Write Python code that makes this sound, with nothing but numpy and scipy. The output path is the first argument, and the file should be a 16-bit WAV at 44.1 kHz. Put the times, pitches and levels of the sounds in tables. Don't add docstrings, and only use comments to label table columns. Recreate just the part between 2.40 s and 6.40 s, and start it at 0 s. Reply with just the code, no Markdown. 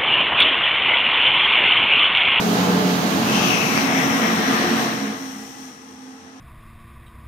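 import sys
import numpy as np
from scipy import signal
from scipy.fft import rfft, irfft, next_fast_len
from scipy.io import wavfile
from scipy.ndimage import uniform_filter1d, map_coordinates

SR = 44100
rng = np.random.default_rng(int(sys.argv[2]) if len(sys.argv) > 2 else 0)


def bounce(signal):
    frames = np.transpose(np.atleast_2d(signal))
    limited = np.clip(frames, -1, 1)
    pcm = np.round(limited * 32767).astype(np.int16)
    wavfile.write(sys.argv[1], SR, pcm)


def field_ratio(decibels):
    return 10 ** (np.asarray(decibels, dtype=float) / 20)


N = 176400


def unit(x):
    return x / np.sqrt(np.mean(x ** 2) + 1e-20)


def along(points, hz):
    f, value = np.transpose(points)
    return np.interp(np.log(hz + 1), np.log(f + 1), value)


def curves(rows, t):
    seconds, *columns = np.transpose(rows)
    return [np.interp(t, seconds, column) for column in columns]


def filtered(x, response):
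    size = next_fast_len(N + SR // 2)
    hz = np.fft.rfftfreq(size, 1 / SR)
    return irfft(rfft(x, size) * response(hz), size)[..., :N]


def shaped(x, field_db):
    hz, t, z = signal.stft(x, SR, nperseg=512)
    z = z * field_ratio(field_db(hz[:, None], t))
    return signal.istft(z, SR, nperseg=512)[1][..., :N]


def resonant(peaks):
    def response(hz):
        humps = (field_ratio(db) ** 2 / (1 + (2 * (hz - centre) / width) ** 2) ** 2 for centre, width, db in peaks)
        return np.sqrt(1 + sum(humps))
    return response


def bell(x, centre, width):
    return np.exp(-.5 * ((x - centre) / width) ** 2)


def hump(hz, centre, octaves):
    return bell(np.log2((hz + 1) / centre), 0, octaves)


def step(hz, edge, octaves):
    return .5 + .5 * np.tanh(np.log2((hz + 1) / edge) / octaves)


# frequency in Hz, correlation as a share.
PORT_LIKENESS = [(60, 0.71), (130, 0.98), (290, 0.88), (640, 0.66), (1400, 0.31), (3000, 0.22), (6000, .01)]
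# frequency in Hz, lead of the left in radians.
LEFT_LEAD = [(100, .02), (600, 0.23), (1100, 2.08), (1800, 3.84), (3700, 7.63)]


def rush(spectrum, patchy_db):
    def patches(hz, t):
        gust = map_coordinates(rng.standard_normal(400), [t * 12]) * hz / (hz + 1500)
        field = rng.standard_normal((len(hz), len(t)))
        field = uniform_filter1d(field, size=9, axis=0)
        field = uniform_filter1d(field, size=9, axis=1)
        return 0.7 * gust + patchy_db * unit(field)

    def mid_side(hz):
        turn = np.arccos(np.clip(along(PORT_LIKENESS, hz), 0, 1)) / 2
        return field_ratio(along(spectrum, hz)) * [np.cos(turn), np.sin(turn)]

    def phase_lead(hz):
        return np.exp(.5j * along(LEFT_LEAD, hz) * np.array([[1], [-1]]))

    pair = shaped(rng.standard_normal((2, N)), patches)
    mid, side = filtered(pair, mid_side)
    return filtered(np.array([mid + side, mid - side]), phase_lead)


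# time in seconds, level in dB.
JET_LEVEL = [(0, -19.5), (.15, -19.5), (.35, -19), (.7, -20), (.95, -18), (1.2, -19.5), (1.6, -18.5),
             (1.9, -19), (2.2, -18.5), (2.42, -20), (2.55, -24.5), (2.7, -29), (2.79, -34), (2.95, -39),
             (3.1, -44.5), (3.4, -49), (3.7, -49.5), (4, -46.5)]
# frequency in Hz, density in dB per Hz.
JET_SPECTRUM = [(25, -66), (60, -37), (120, -15.5), (220, -7), (500, -10.5), (1200, -10), (4000, -17.5),
                (9000, -47.5)]
# frequency in Hz, width in Hz, level close in dB, level further back in dB.
ROOM_MODES = [(74, 7, -3, 8.5), (134.9, 6.7, 6, 8.5), (175.7, 3.9, 12.5, 16), (211.4, 13.6, 10.5, 9),
              (225.8, 5.4, 5, 13.5), (268, 21.4, 8.5, 10), (318.8, 4.2, 9.5, 0.5), (352, 20, 1.5, 8),
              (432, 10.6, 10.5, 6.5), (480.3, 12, 3.5, 7), (607.4, 14, 5.5, -12), (735, 22, -2, 2.5),
              (858, 6.9, 5.5, 8.5), (1098, 12.7, -3, 9)]


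def jet():
    back_start_s, back_end_s = 0.77, 1.8
    near_bass_db, near_bass_hz = 6.5, 138
    t = np.arange(N) / SR
    air = rush(JET_SPECTRUM, patchy_db=0.62)
    hz, width, near_db, far_db = np.transpose(ROOM_MODES)
    near_modes = resonant(list(zip(hz, width, near_db)))
    far_modes = resonant(list(zip(hz, width, far_db)))
    near = filtered(air, lambda f: near_modes(f) * field_ratio(near_bass_db / (1 + (f / near_bass_hz) ** 4)))
    far = filtered(air, far_modes)
    back = np.clip((t - back_start_s) / (back_end_s - back_start_s), 0, 1)
    return field_ratio(curves(JET_LEVEL, t)[0]) * unit((1 - back) * near + back * far)


# time in seconds, level in dB.
ROTOR_LEVEL = [(0, -28), (1, -28), (2.4, -28.5), (2.6, -32), (2.85, -34.5), (3.2, -36.5), (3.4, -41.5),
               (3.65, -42.5), (4, -46)]
# frequency in Hz, density in dB per Hz.
ROTOR_SPECTRUM = [(25, -46), (100, -15), (260, -6.5), (800, -18.5), (2500, -14), (6000, -14.5),
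                  (10000, -10), (16000, -15)]
# frequency in Hz, share of the level fall followed.
SLOWING_SHARE = [(100, 0.78), (1000, 0.49), (5000, 1.26), (9000, 1.22), (14000, 1.87)]
# frequency in Hz, width in Hz, level in dB.
CASING_MODES = [(215, 12, 9), (261, 9, 12), (447, 12, 9.5), (485, 16, 9.5), (830, 100, 10.5), (1040, 29, 6),
                (1150, 30, 7), (1265, 60, 10.5), (1700, 67, 3), (1980, 75, 6), (3310, 200, 2)]


def rotor():
    modes = resonant(CASING_MODES)
    hiss = rush(ROTOR_SPECTRUM, patchy_db=0.5)
    whirr = unit(filtered(hiss, lambda hz: modes(hz) * field_ratio(-6 * bell(hz, 580, 55))))
    full_db = ROTOR_LEVEL[0][1]

    def slowing(hz, t):
        return (curves(ROTOR_LEVEL, t)[0] - full_db) * along(SLOWING_SHARE, hz)
    return field_ratio(full_db) * shaped(whirr, slowing)


# middle in seconds, half length in seconds, frequency
# in Hz, level in dB.
MODE_SWELLS = [(0.32, 0.34, 183, -24), (0.1, .09, 410, -33), (.4, .14, 413, -34), (.3, .2, 485, -38),
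               (.75, .12, 428, -35), (.8, .12, 223, -30), (.6, .12, 258, -31), (.4, .2, 725, -36),
               (1.07, .08, 181, -35), (1.1, .2, 133, -40), (1.1, .1, 360, -34), (1.2, .15, 228, -32),
               (1.25, .1, 1114, -39), (1.636, 0.21, 265, -30), (1.889, 0.074, 225, -22.5),
               (2.4, 0.2, 273, -33), (2.5, .1, 330, -39), (2.667, 0.06, 212, -32), (2.64, .08, 274, -35),
               (2.92, .16, 266, -39), (2.98, 0.05, 212, -43), (3.26, 0.09, 260, -44), (3.7, 0.24, 261, -44),
               (3.06, 0.47, 73, -69), (3.87, .12, 447, -55), (3.55, .15, 855, -58), (3.0, .2, 795, -56),
               (.4, .3, 860, -37), (3.8, .15, 805, -59), (3.1, .12, 1990, -56)]


def hum():
    drift_rad, knots_per_s = .7, 12
    t = np.arange(N) / SR
    out = np.zeros(N)
    for middle, half, hz, db in MODE_SWELLS:
        drift = drift_rad * map_coordinates(rng.standard_normal(64), [t * knots_per_s])
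        note = np.sin(2 * np.pi * hz * t + drift)
        out += np.sqrt(2) * field_ratio(db) * bell(t, middle, half) * note
    return out


# frequency in Hz, width in Hz, level in dB.
MODE_HOLLOWS = [(402, 29.6, -5.5), (554, 49, -6), (920, 43, -3.5), (1305, 170, -0.5), (178, 7, -2)]


def tiles(sound):
    ripple_db, ripple_hz, from_hz, to_hz = 4, 14, 317, 3980
    knots = rng.standard_normal((2, 4000))

    def response(hz):
        place = np.minimum(hz / ripple_hz, 3900)
        ripple = np.array([map_coordinates(k, [place]) for k in knots])
        reach = hz ** 2 / (hz ** 2 + from_hz ** 2) / (1 + hz / to_hz)
        hollows = sum(db * bell(hz, centre, width) for centre, width, db in MODE_HOLLOWS)
        return field_ratio(ripple_db * ripple * reach + hollows)
    return filtered(sound, response)


# frequency in Hz, gain in dB.
LEFT_OPEN = [(600, 1.5), (1500, -3), (2500, -9), (4000, -7.5), (6500, 1.5), (8000, -5), (10500, -12.5),
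             (13500, -3.5)]
# time in seconds, covered share, cavity in Hz, cavity gain in dB.
PALM_COVER = [
    (0, 0, 2440, 14),
    (.74, 0, 2310, 35),
    (.89, 0.43, 2530, 16),
    (.97, 0.91, 3100, 14.5),
    (1.15, 0.96, 2690, 16),
    (1.3, 0.94, 2400, 13),
    (1.6, 0.93, 2080, 11.5),
    (2.1, 0.9, 1885, 11.5),
    (4, 1, 1870, 6),
]
# frequency in Hz, gain in dB.
PALM_TONE = [(550, -2), (1300, 3), (1900, 1), (2600, 6), (3750, -3), (6900, 1), (9600, 7), (11300, -4)]


def cupped_port(sound):
    def gain_db(hz, t):
        share, cavity_hz, cavity_db = curves(PALM_COVER, t)
        loose = np.clip(np.log2(cavity_hz / 1870), 0, 1)
        wide = 1 + 0.86 * loose
        cavity = cavity_db * hump(hz, cavity_hz, 0.2 * wide) - step(hz, cavity_hz, 0.2)
        overtone = 15.5 * hump(hz, 5600 * 2 ** (0.045 * loose), 0.14 * np.sqrt(wide))
        ridge = 10.5 * hump(hz, 13660, 0.091)
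        leak = loose * (5.5 * hump(hz, 4160, 0.23) + 10 * hump(hz, 11400, 0.1))
        return along(LEFT_OPEN, hz) + share * (along(PALM_TONE, hz) + cavity + overtone + ridge + leak)
    return shaped(sound, gain_db)


# frequency in Hz, gain in dB.
RIGHT_OPEN = [(600, 3), (2000, -4.5), (4000, -0.5), (6600, 6.5), (7700, -12.5), (10000, -9), (12800, -4.5),
              (15600, -6)]
# time in seconds, covered share, shadow edge in Hz.
FINGER_COVER = [
    (0, 0.11, 7300),
    (.9, 0.1, 7300),
    (1.05, .15, 7300),
    (1.36, 0.28, 6600),
    (1.43, .9, 5200),
    (1.5, 1, 3900),
    (1.9, 1, 4260),
    (2.2, 1, 5330),
    (2.9, 1, 4800),
    (4, 1, 5100),
]
# frequency in Hz, gain in dB.
FINGER_TONE = [(550, -1), (1000, -1), (1700, -4), (2600, 1), (4200, 1), (7000, -12), (9500, 1), (13500, 1)]


def fingered_port(sound):
    def gain_db(hz, t):
        share, edge_hz = curves(FINGER_COVER, t)
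        shadow = -9 * step(hz, edge_hz, .12)
        return along(RIGHT_OPEN, hz) + share * (along(FINGER_TONE, hz) + shadow)
    return shaped(sound, gain_db)


def pop():
    pop_s, width_s, rebound_s = 1.3768, .00011, .0006
    t = np.arange(N) / SR - pop_s
    after = np.maximum(t - 2 * width_s, 0)
    rise = 1 - np.exp(-after / (.3 * width_s))
    rebound = .55 * rise * (1 - after / (3 * rebound_s)) * np.exp(-after / rebound_s)
    pulse = field_ratio(-.6) * (rebound - bell(t, 0, width_s))
    tick = -field_ratio(-14) * bell(t, 0, .00025) * np.cos(2 * np.pi * 5000 * t)
    return pulse + tick


# time in seconds, level in dB, left minus right in dB.
HAND_THUMPS = [
    (.92, -60, 6),
    (1.38, -52, -14),
    (1.6, -57, -9),
    (3.549, -60.5, 8),
    (3.84, -56, -12),
]


def thumps():
    t = np.arange(N) / SR
    out = np.zeros((2, N))
    for s, db, pan_db in HAND_THUMPS:
        burst = bell(t, s, 0.034) * np.sin(2 * np.pi * 87 * (t - s))
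        out += field_ratio([[db + pan_db / 2], [db - pan_db / 2]]) * burst
    return out


def scene():
    left, right = tiles(jet() + rotor()) + hum()
    heard = np.array([cupped_port(left), fingered_port(right) + pop()])
    return heard + thumps()


def low_pass(x):
    return signal.sosfilt(signal.butter(12, 15800, fs=SR, output="sos"), x)


def record(dry):
    mix = filtered(dry, lambda hz: 1 / (1 + (hz / 15700) ** 80))
    return low_pass(mix)


dry = scene()
out = record(dry)
bounce(out)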